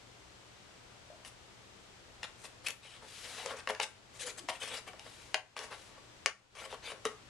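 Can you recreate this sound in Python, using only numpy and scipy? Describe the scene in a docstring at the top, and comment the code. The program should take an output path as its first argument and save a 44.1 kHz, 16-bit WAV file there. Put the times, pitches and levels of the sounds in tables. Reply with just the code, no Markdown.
"""A small quiet room with a rug: a cat fishes through the holes of a cardboard puzzle box, a step away.
Its claws knock, scrape and squeak on the card (struck echoes, shaped noise, wavering tones), its pads
pat and groan, something light rocks inside, and the box drags over the pile before fur brushes the card.
The hollow box rings in its modes, the room answers with decaying noise, and an appliance hums under
still air. The camera's gain control ducks just after the sharpest knocks."""
import sys
import numpy as np
from scipy import signal
from scipy.fft import rfft, irfft, next_fast_len
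from scipy.io import wavfile
from scipy.ndimage import uniform_filter1d, minimum_filter1d, map_coordinates

SR = 44100
rng = np.random.default_rng(int(sys.argv[2]) if len(sys.argv) > 2 else 0)


def put_to_file(sound):
    """Save the sound as 16-bit audio at rate SR, in the file named by the first command-line argument."""
    columns = np.atleast_2d(sound).T  # one column per channel
    safe = np.clip(columns, -1, 1)
    whole_steps = np.round(safe * 32767)
    wavfile.write(sys.argv[1], SR, whole_steps.astype(np.int16))


N = 321489  # length [samples]

# A claw strikes the card, then skids; levels before the box and mix trims: (time [s], level [dB],
# contact pitch [Hz], tip's tick [dB rel. level], skid [dB rel. level], boom [dB rel. level], boom pitch [Hz])
KNOCKS = [(1.249, -50, 3040, -1, -8, -18, 500), (2.231, -35, 2710, -29, -15.5, -24, 900),
          (3.460, -37.5, 1510, 0, -14, 1.5, 504), (3.674, -29.5, 1040, -25, -35, -12, 900),
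          (3.69, -40.5, 3380, -20, -18, -21, 1390), (3.700, -56, 1970, -14, -25, -14, 1100),
          (3.7045, -38, 3000, -19, -36, -4, 434), (3.749, -40, 1550, -21, -26, -19, 1300),
          (3.799, -30, 835, -15, -29, -23, 440), (3.8004, -29, 2380, -14, -16.5, -2, 1630),
          (4.4873, -30, 1005, -16, -6.5, -5.5, 650), (4.995, -46, 3950, -15, -23, 0, 895),
          (5.3438, -21.5, 2540, -18, -28, -3, 710), (5.566, -29.5, 1210, -14, -8, -22, 1380),
          (5.591, -34, 3460, -2.5, -12, -2, 483), (6.26, -19.5, 2490, -7.5, -32, -13, 584),
          (6.553, -48, 2210, -19, -1, -18, 900), (7.053, -31, 1290, -3, -10, 3, 426)]
# A soft pad lands on the lid: (time [s], boom level before trim [dB], boom pitch [Hz])
PATS = [(3.510, -47, 920), (4.876, -46.5, 730), (4.933, -45.5, 565), (5.719, -42, 492), (6.585, -52, 606),
        (6.656, -46, 500), (6.727, -36.5, 518), (6.919, -38, 495), (7.056, -40.5, 236)]
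# Air and panel modes of the box: (frequency [Hz], level [dB], undamped t60 [s])
BOX_MODES = [(234, 8, 0.065), (350, -18, 0.18), (435, 5, 0.15), (531, 0.5, 0.18), (626, -1.5, 0.2),
             (739, -8.5, 0.14), (854, -6, 0.23), (970, -17, 0.24), (1120, -1.5, 0.06), (1380, -3.5, 0.17),
             (1575, -6.5, 0.43), (1800, -9.5, 0.024), (2180, -21, 0.15), (2280, -8, 0.14),
             (2867, -10.5, 0.018), (3890, -10, 0.014), (4500, -10, 0.067)]
# Colour of the flexing panel: (frequency [Hz], relative density [dB per Hz])
PANEL_COLOUR = [(120, -35), (300, -10.5), (390, -20.5), (460, 2.5), (560, 1), (700, -2), (900, 0.5),
                (1150, -1.5), (1500, -3), (2300, -5), (5000, -69)]
# Colour of the rug's pile: (frequency [Hz], relative density [dB per Hz])
PILE_COLOUR = [(500, -29), (1400, -6), (2500, -0.5), (4200, -2), (7000, -5.5), (10300, -8), (12000, -19),
               (14500, -42.5)]
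# Stereo image of sounds close to the microphone: (frequency [Hz], left-right likeness [0-1])
NEAR_ALIKE = [(200, 0.98), (2000, 1), (5000, 0.79), (11000, 0.69)]


def amp(db):
    """Decibels to gain."""
    return 10 ** (np.asarray(db) / 20)


def unit(x):
    """Scale to rms 1."""
    return x / np.sqrt(np.mean(x ** 2) + 1e-20)


def along(points, hz):
    """Read (Hz, value) points on a log frequency axis."""
    f, v = np.transpose(points)
    return np.interp(np.log(hz + 1), np.log(f + 1), v)


def wobble(rate):
    """A smooth random curve with rate knots a second."""
    grid = np.arange(0, N * rate / SR + 1, 1 / 8)
    knots = rng.standard_normal(int(grid[-1]) + 4)
    curve = map_coordinates(knots, [grid])
    return np.interp(np.arange(N) * rate / SR, grid, curve)


def filtered(x, response):
    """x times a response of frequency."""
    n = x.shape[-1]
    m = next_fast_len(n + 8192)
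    return irfft(rfft(x, m) * response(np.fft.rfftfreq(m, 1 / SR)), m)[..., :n]


def coloured(x, spectrum):
    """x shaped by the given spectrum, at rms 1."""
    return unit(filtered(x, lambda hz: amp(along(spectrum, hz))))


def causal(gain):
    """The sharpest causal (minimum-phase) pulse with this gain over frequency."""
    cepstrum = irfft(np.log(np.maximum(gain, 1e-6)))
    half = len(cepstrum) // 2
    cepstrum[1:half] *= 2
    cepstrum[half + 1:] = 0
    return irfft(np.exp(rfft(cepstrum)))


def stereo(pair, alike):
    """Mix two unrelated signals into left and right of a given likeness."""
    turn = lambda hz: np.arccos(np.clip(along(alike, hz), -1, 1)) / 2
    mid, side = filtered(pair, lambda hz: np.array([np.cos(turn(hz)), np.sin(turn(hz))]))
    return np.array([mid + side, mid - side])


def leaning(x, lean):
    """Tip the left-right balance, keeping the summed gain of the two sides."""
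    left = lambda hz: 2 / (1 + amp(-along(lean, hz)))
    return filtered(x, lambda hz: np.array([left(hz), 2 - left(hz)]))


def add(track, s, sound):
    """Mix a sound into the track from time s."""
    part = track[..., max(round(s * SR), 0):][..., :sound.shape[-1]]
    part += sound[..., :part.shape[-1]]


def background(air_db=-57.0):
    """Still air and microphone hiss are wide coloured noise; the appliance is a few wavering sines."""
    # Still air: (frequency [Hz], relative density [dB per Hz])
    air_colour = [(12, -45), (20, -13), (59, -5), (91, -4.5), (119, -5), (147, -11.5), (183, -7),
                  (246, -10), (340, -8.5), (445, -8.5), (1080, -11.5), (1760, -13.5), (3190, -14.5),
                  (7760, -21.5), (12600, -38), (16400, -76), (22000, -120)]
    # Stereo image of the room's air: (frequency [Hz], left-right likeness [0-1])
    air_alike = [(60, 0.78), (150, 0.43), (350, 0.2), (850, 0.19), (2070, 0.045), (5020, 0.067),
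                 (12200, 0.038)]
    # The appliance's drone and whine: (frequency [Hz], level before the lean [dB])
    hum_tones = [(119.8, -68), (7853, -109), (7882, -86)]
    # Balance of the room at the microphone: (frequency [Hz], left minus right [dB])
    air_lean = [(60, 4.5), (230, 3.5), (850, 3), (3220, 3.5), (12200, 2)]
    t = np.arange(N) / SR
    air = amp(air_db) * coloured(stereo(rng.standard_normal((2, N)), air_alike), air_colour)
    hum = np.zeros(N)
    for hz, db in hum_tones:
        level = amp(db + 0.21 * wobble(4))
        hum += level * np.sin(2 * np.pi * hz * t + 0.19 * wobble(4.57))
    return leaning(air + hum, air_lean)


def wobbling_toy(start=1.101, db=-46, pitch_hz=660, gap=0.014, life=0.0028, rebound_db=-7, fade_db=-1.0, count=8):
    """Something light in the box rocks to rest: dull taps, brief damped sines of scattered pitch."""
    out, t = np.zeros(N), np.arange(SR // 20) / SR
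    for k in range(count):
        hz = pitch_hz * rng.uniform(0.85, 1.095)
        tap = t / life * np.exp(1 - t / life) * np.sin(2 * np.pi * hz * t)
        # every tap after the first is weaker and unevenly timed
        late = gap * (k + rng.uniform(-0.21, 0.18) * (k > 0))
        add(out, start + late, amp(db + rebound_db * (k > 0) + fade_db * k) * tap)
    return out


def room(x, delay=.005, build=0.00055, count=16):
    """Walls and furniture answer with decaying noise; a fresh tail serves each stretch of sound."""
    # Decay of the room: (frequency [Hz], t60 [s])
    decay = [(200, 0.24), (530, 0.21), (1400, 0.31), (3700, 0.22), (9700, 0.28)]
    # Stereo image of the echoes: (frequency [Hz], left-right likeness [0-1])
    echo_alike = [(200, 1), (600, 0.95), (1500, 0.78), (3000, 0.062), (6000, 0.1), (11000, 0.11)]
    out = np.zeros((2, N))
    for block in np.array_split(np.arange(N), count):
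        hz, t, z = signal.stft(rng.standard_normal((2, SR // 3)), SR, nperseg=256)
        fading = z * amp(-60 * t / along(decay, hz)[:, None])
        tail = signal.istft(fading, SR, nperseg=256)[1]
        onset = 1 - np.exp(-np.arange(tail.shape[1]) / SR / build)
        tail = stereo(tail * onset, echo_alike)
        answer = signal.fftconvolve(x[None, block], tail / np.linalg.norm(tail[0]), axes=1)
        add(out, block[0] / SR + delay, answer)
    return out


def cavity(x, ring_db=0, through_db=-1.5):
    """Sound leaves by the holes, partly straight and partly after ringing in the box's resonances."""
    def response(hz):
        modes = 0
        for centre, db, t60 in BOX_MODES:
            width = np.log(1000) / (np.pi * t60)  # bandwidth [Hz]
            modes = modes + amp(db) * 1j * hz * width / (centre ** 2 - hz ** 2 + 1j * hz * width)
        return amp(through_db) + amp(ring_db) * modes
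    return filtered(x, response)


def contacts(tick_hz=6850, pad_hz=850, pad_snap_db=-3.5):
    """Every touch of the card as (time [s], level [dB], contact pitch [Hz]): claws, their tips, pads."""
    claws = [(s, db, hz) for s, db, hz, *_ in KNOCKS]
    tips = [(s, db + tick_db, tick_hz) for s, db, _, tick_db, *_ in KNOCKS]
    pads = [(s, db + pad_snap_db, pad_hz) for s, db, _ in PATS]
    return claws + tips + pads


def knocks(width=0.93, note_gain=0.65, note_width=0.042, flutter=0.5, bounce=0.00106, bounce_share=0.67, size=4096):
    """Each blow is a snap of the card and a flutter of close echoes inside the box."""
    # Colour of a blow on card: (frequency [Hz], relative density [dB per Hz])
    contact_colour = [(100, -33), (250, -11), (450, -2), (1000, -0.5), (1900, -3.5), (2800, -1), (3700, -9),
                      (5500, -2.5), (8000, -12), (10500, -12), (13000, -36.5), (16000, -49)]
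    ring_t60, ring_hz, ring_law = 0.019, 2020, 0.13  # t60 [s] at this pitch [Hz]; lower ones ring longer
    out, t = np.zeros((2, N)), np.arange(size) / SR
    hz = np.fft.rfftfreq(size, 1 / SR)
    for s, db, pitch_hz in contacts():
        t60 = ring_t60 * (ring_hz / pitch_hz) ** ring_law
        # the struck patch of card has a broad colour with one brief note at its centre
        detune = hz / pitch_hz - pitch_hz / (hz + 1)
        contact = 1 / np.hypot(1, detune / width) + note_gain / np.hypot(1, detune / note_width)
        snap = causal(amp(along(contact_colour, hz)) * contact)
        echoes = flutter * rng.standard_normal((2, size)) * amp(-60 * t / t60)
        echoes[0, 0] += 2
        # the far wall sends the snap back about a millisecond later
        echoes[0, int(bounce * rng.uniform(.9, 1.1) * SR)] += 2 * bounce_share
        blow = signal.fftconvolve(stereo(echoes, NEAR_ALIKE), snap[None], axes=1)
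        # equal energy for every blow: that of 4 ms at rms 1
        blow *= np.sqrt(.004 * SR / np.sum(blow.mean(0) ** 2))
        add(out, s, amp(db) * blow)
    return cavity(out)


def pushes():
    """The weight behind every claw and pad as (time [s], level [dB], boom pitch [Hz])."""
    return [(s, db + boom_db, hz) for s, db, *_, boom_db, hz in KNOCKS] + PATS


def booms(level_db=-2, spread_db=3, width=0.3, swell=0.0026, damping=2.04, thud_db=-1, thud_t60=0.037, thud_width=0.099):
    """The slower push behind each blow gives a dull thud and rings the box modes nearest its pitch."""
    out, t = np.zeros(N), np.arange(SR // 3) / SR
    mode_hz, mode_db, mode_t60 = np.transpose(BOX_MODES)[:, :, None]
    # the paw stays on the card and damps it
    rings = amp(-60 * damping * t / mode_t60) * np.sin(2 * np.pi * mode_hz * t)
    for s, db, boom_hz in pushes():
        reach = lambda hz, span: 1 / (1 + ((hz / boom_hz - boom_hz / (hz + 1)) / span) ** 2)
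        scattered_db = mode_db + spread_db * rng.standard_normal(mode_db.shape)
        ringing = np.sum(reach(mode_hz, width) * amp(scattered_db) * rings, 0)
        noise = filtered(rng.standard_normal(len(t)), lambda hz: reach(hz, thud_width))
        thud = amp(thud_db - 60 * t / thud_t60) * unit(noise)
        add(out, s, amp(db + level_db) * (ringing + thud) * (1 - np.exp(-t / swell)))
    return out


def friction(spectrum, rate, grain_share, rough_db, rough_rate, patchy_db):
    """Fibres snag at random (rate a second) over a hiss, coloured in random patches of time and pitch."""
    snags = (rng.random(N) < rate / SR) * rng.standard_normal((2, N))
    share = np.clip(grain_share, 0, 1)
    force = np.sqrt(share) * unit(snags) + np.sqrt(1 - share) * rng.standard_normal((2, N))
    z = signal.stft(force * amp(rough_db * wobble(rough_rate)), nperseg=512)[2]
    # a smoothed random gain over frequency and time makes the noise uneven
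    field = uniform_filter1d(rng.standard_normal(z.shape[1:]), size=4, axis=0)
    field = uniform_filter1d(field, size=7, axis=1)
    force = signal.istft(z * amp(patchy_db * unit(field)), nperseg=512)[1][:, :N]
    return coloured(stereo(force, NEAR_ALIKE), spectrum)


def scrapes(rise=0.006, fall=0.0054, soften=.05, uneven_db=0.83, uneven_rate=45, rasp_db=1.5, panel_db=-1.0, grit_db=-1):
    """A dragged claw or paw rasps, shakes the panel and sheds a fine grit of sound: three friction noises."""
    # A paw is drawn along the card, levels before trims:
    # (time [s], length [s], rasp [dB], panel [dB rel. rasp], grit [dB rel. rasp])
    strokes = [(1.255, 0.036, -60, -7, 6), (2.24, .016, -46.5, -6, -13), (2.391, 0.079, -68.5, -6, 10),
               (2.441, .024, -50, -3, -4.5), (2.647, 0.069, -49, -1, 3), (2.829, 0.15, -55, -8, -5),
               (3.015, 0.039, -61.5, 9, -1), (3.242, 0.016, -49, -3, -1.5), (3.368, 0.062, -49.5, -2, -18),
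               (3.493, 0.025, -45, 1, -10), (3.564, 0.046, -48.5, -1, -6), (3.697, 0.01, -45, 14, 2.5),
               (3.815, 0.029, -38, -17, -1.5), (4.14, .043, -61.5, 1, 6.5), (4.199, .042, -44, -11, 1),
               (4.255, 0.056, -47, -5.5, 0), (4.379, 0.02, -49.5, 0, 3.5), (4.518, .056, -54.5, -10, -2),
               (4.609, 0.095, -47.5, -4, 0.5), (4.715, 0.076, -44, -1, -1.5), (4.872, 0.021, -51, 4, -1.5),
               (5.055, 0.032, -59.5, 7, -6), (5.612, 0.042, -51, 6, 3), (5.711, 0.046, -51, 3, -4),
               (5.941, .05, -66, 8.5, -11), (6.582, 0.084, -52, 1.5, -2), (6.70, 0.054, -53, 3.5, -2.5),
               (6.835, 0.095, -50, -1.5, -3.5)]
    # A claw's rasp: (frequency [Hz], relative density [dB per Hz])
    rasp_colour = [(600, -35), (1200, -5.5), (1700, -3), (2300, 2.5), (2900, 4), (3500, 2), (4600, -2),
                   (6000, -11), (10000, -65)]
    # A claw's grit: (frequency [Hz], relative density [dB per Hz])
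    grit_colour = [(2500, -33), (4500, -7.5), (5800, -3), (8500, -2), (10500, -5.5), (12000, -19),
                   (14000, -35), (16000, -60)]
    # a short stroke follows each claw's blow: delay [s], length [s], panel and grit [dB rel. rasp]
    skid_delay, skid_length, skid_panel_db, skid_grit_db = 0.0024, 0.017, -2.5, -4.5
    skids = [(s + skid_delay, skid_length, db + skid_db, skid_panel_db, skid_grit_db)
             for s, db, _, _, skid_db, *_ in KNOCKS]
    t, drive = np.arange(SR // 3) / SR - 1 / 20, np.zeros((3, N))
    for s, length, db, panel_rel, grit_rel in strokes + skids:
        # pressure builds around the touch and lets go at the lift, more gently in a long stroke
        touch = (1 + np.tanh(t / (rise + soften * length))) / 2
        lift = (1 - np.tanh((t - length) / (fall + soften * length))) / 2
        add(drive, s + t[0], amp([db, db + panel_rel, db + grit_rel])[:, None] * touch * lift)
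    rasp = amp(rasp_db) * drive[0] * friction(
        rasp_colour, rate=1200, grain_share=0.26, rough_db=1.0, rough_rate=380, patchy_db=4)
    panel = amp(panel_db) * drive[1] * friction(
        PANEL_COLOUR, rate=740, grain_share=0.69, rough_db=2.0, rough_rate=150, patchy_db=-0.5)
    grit = amp(grit_db) * drive[2] * friction(
        grit_colour, rate=3100, grain_share=0.32, rough_db=1, rough_rate=100, patchy_db=4.5)
    return (rasp + panel + grit) * amp(uneven_db * wobble(uneven_rate))


def catches(rate, size, life=0.0042):
    """At random, rate times a second, the contact catches on a ridge and lets go with a jerk in level."""
    u = np.arange(SR // 50) / SR / life
    jerks = (rng.random(N) < rate / SR) * rng.uniform(0, 1.2, N)
    return unit(1 + size * signal.fftconvolve(jerks, u * np.exp(1 - u))[:N])


def squeaks(waver=0.072):
    """Stick and slip turns a claw into short unsteady whistles, each with a scratch."""
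    # A claw catching and slipping:
    # (centre time [s], level [dB], mean pitch [Hz], swell to 1/e either side [s], scratch level [dB])
    slips = [(2.670, -29.5, 2600, .006, -34.5), (2.686, -32, 9670, 0.0007, -29.5),
             (2.7063, -37, 3310, 0.0024, -36.5)]
    out, t = np.zeros((2, N)), np.arange(N) / SR
    drift = 1 + waver * wobble(1500)
    scratch = coloured(stereo(rng.standard_normal((2, N)), NEAR_ALIKE), PILE_COLOUR)
    for s, db, pitch_hz, length, scratch_db in slips:
        near = abs(t - s) < 2 * length
        whistle = amp(db) * np.sin(2 * np.pi * np.cumsum(pitch_hz * drift[near]) / SR)
        swell = np.exp(-((t[near] - s) / length) ** 2)
        out[:, near] += swell * (whistle + amp(scratch_db) * scratch[:, near])
    return out


def slides(hiss_db=-1, panel_db=-2):
    """Soft fibres sweep the card: a smooth hiss swells with speed, and the panels mutter under load."""
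    # The box dragging on the rug, then fur brushing the card, levels before trims:
    # (start [s], fastest [s], stop [s], hiss level [dB], panel level [dB])
    sweeps = [(3.026, 3.37, 3.566, -47, -46), (4.96, 5.14, 5.37, -56.5, -66.5), (5.72, 5.8, 5.95, -58, -62)]
    hiss_law, load_law, load_lag = 0.72, 3, 0.18  # powers of the speed arch; lag of the load's peak [s]
    t, hiss, panel = np.arange(N) / SR, np.zeros(N), np.zeros(N)
    for start, fastest, stop, hiss_level, panel_level in sweeps:
        arch = lambda top: np.sin(np.pi / 2 * np.interp(t, [start, top, stop], [0, 1, 0]))
        hiss += amp(hiss_level + hiss_db) * arch(fastest) ** hiss_law
        panel += amp(panel_level + panel_db) * arch(fastest + load_lag) ** load_law
    fibres = friction(PILE_COLOUR, rate=3000, grain_share=0.18, rough_db=0.5, rough_rate=110, patchy_db=-0.5)
    mutter = friction(PANEL_COLOUR, rate=730, grain_share=0.51, rough_db=1.5, rough_rate=120, patchy_db=2.5)
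    return hiss * fibres + panel * mutter


def groan(waver=0.1, rough_db=4, sag_per_s=.8):
    """Stick and slip under a soft pad gives a weak, unsteady tone that swells, fades and sinks in pitch."""
    # A pad judders on the card: (time [s], length [s], nominal starting pitch [Hz], level [dB])
    judders = [(4.19, 0.15, 518.6, -51), (4.378, 0.086, 346, -54.5)]
    out, drift, rough = np.zeros(N), 1 + waver * wobble(150), amp(rough_db * wobble(120))
    for s, length, pitch_hz, db in judders:
        t = np.arange(int(length * SR)) / SR
        # the pitch loses this share of its start each second
        hz = pitch_hz * (1 - sag_per_s * t) * drift[int(s * SR):][:len(t)]
        phase = 2 * np.pi * np.cumsum(hz) / SR
        add(out, s, amp(db) * np.sin(np.pi * t / length) * np.sin(phase))
    return out * rough


def scene(knock_room_db=-3, rub_room_db=-7, absorb_hz=6000):
    """The box lies a little to the left, a step away; the rug soaks up treble in the room's answer to blows."""
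    # Balance of the box at the microphone: (frequency [Hz], left minus right [dB])
    box_lean = [(200, 4), (1200, 3.5), (3700, 5.5), (7000, 7), (10000, 11)]
    blows = knocks() + booms() + wobbling_toy()
    scraping = scrapes() * catches(rate=50, size=.5)
    sliding = slides() * catches(rate=130, size=.15)
    rubs = cavity(scraping + sliding) + squeaks() + groan()
    softened = filtered(blows.mean(0), lambda hz: 1 / (1 + 1j * hz / absorb_hz))
    answer = room(amp(knock_room_db) * softened + amp(rub_room_db) * rubs.mean(0))
    return leaning(blows + rubs + answer, box_lean) + background()


def gain_control(x, threshold_db, slope, lag, hold, glide, sense, sense_hz):
    """Sharp loud sounds turn the gain down a moment later; it holds, then comes back."""
    # it listens to the left side with the bass reduced
    bright = filtered(x[0], lambda hz: hz / np.hypot(hz, sense_hz))
    level_db = 10 * np.log10(abs(uniform_filter1d(bright ** 2, int(sense * SR))) + 1e-12)
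    cut_db = -slope * np.maximum(level_db - threshold_db, 0)
    held_db = uniform_filter1d(minimum_filter1d(cut_db, int(hold * SR)), int(glide * SR))
    t = np.arange(N) / SR
    return x * amp(np.interp(t - hold / 2 - lag, t, held_db))


def record(dry, top_hz=13400):
    """The camera rides its gain and cuts steeply above its band limit."""
    # times in s
    ridden = gain_control(dry, threshold_db=-34.5, slope=0.98, lag=0.036, hold=0.24, glide=0.096,
                          sense=0.012, sense_hz=2120)
    return filtered(ridden, lambda hz: 1 / np.sqrt(1 + (hz / top_hz) ** 60))


dry = scene()
out = record(dry)
put_to_file(out)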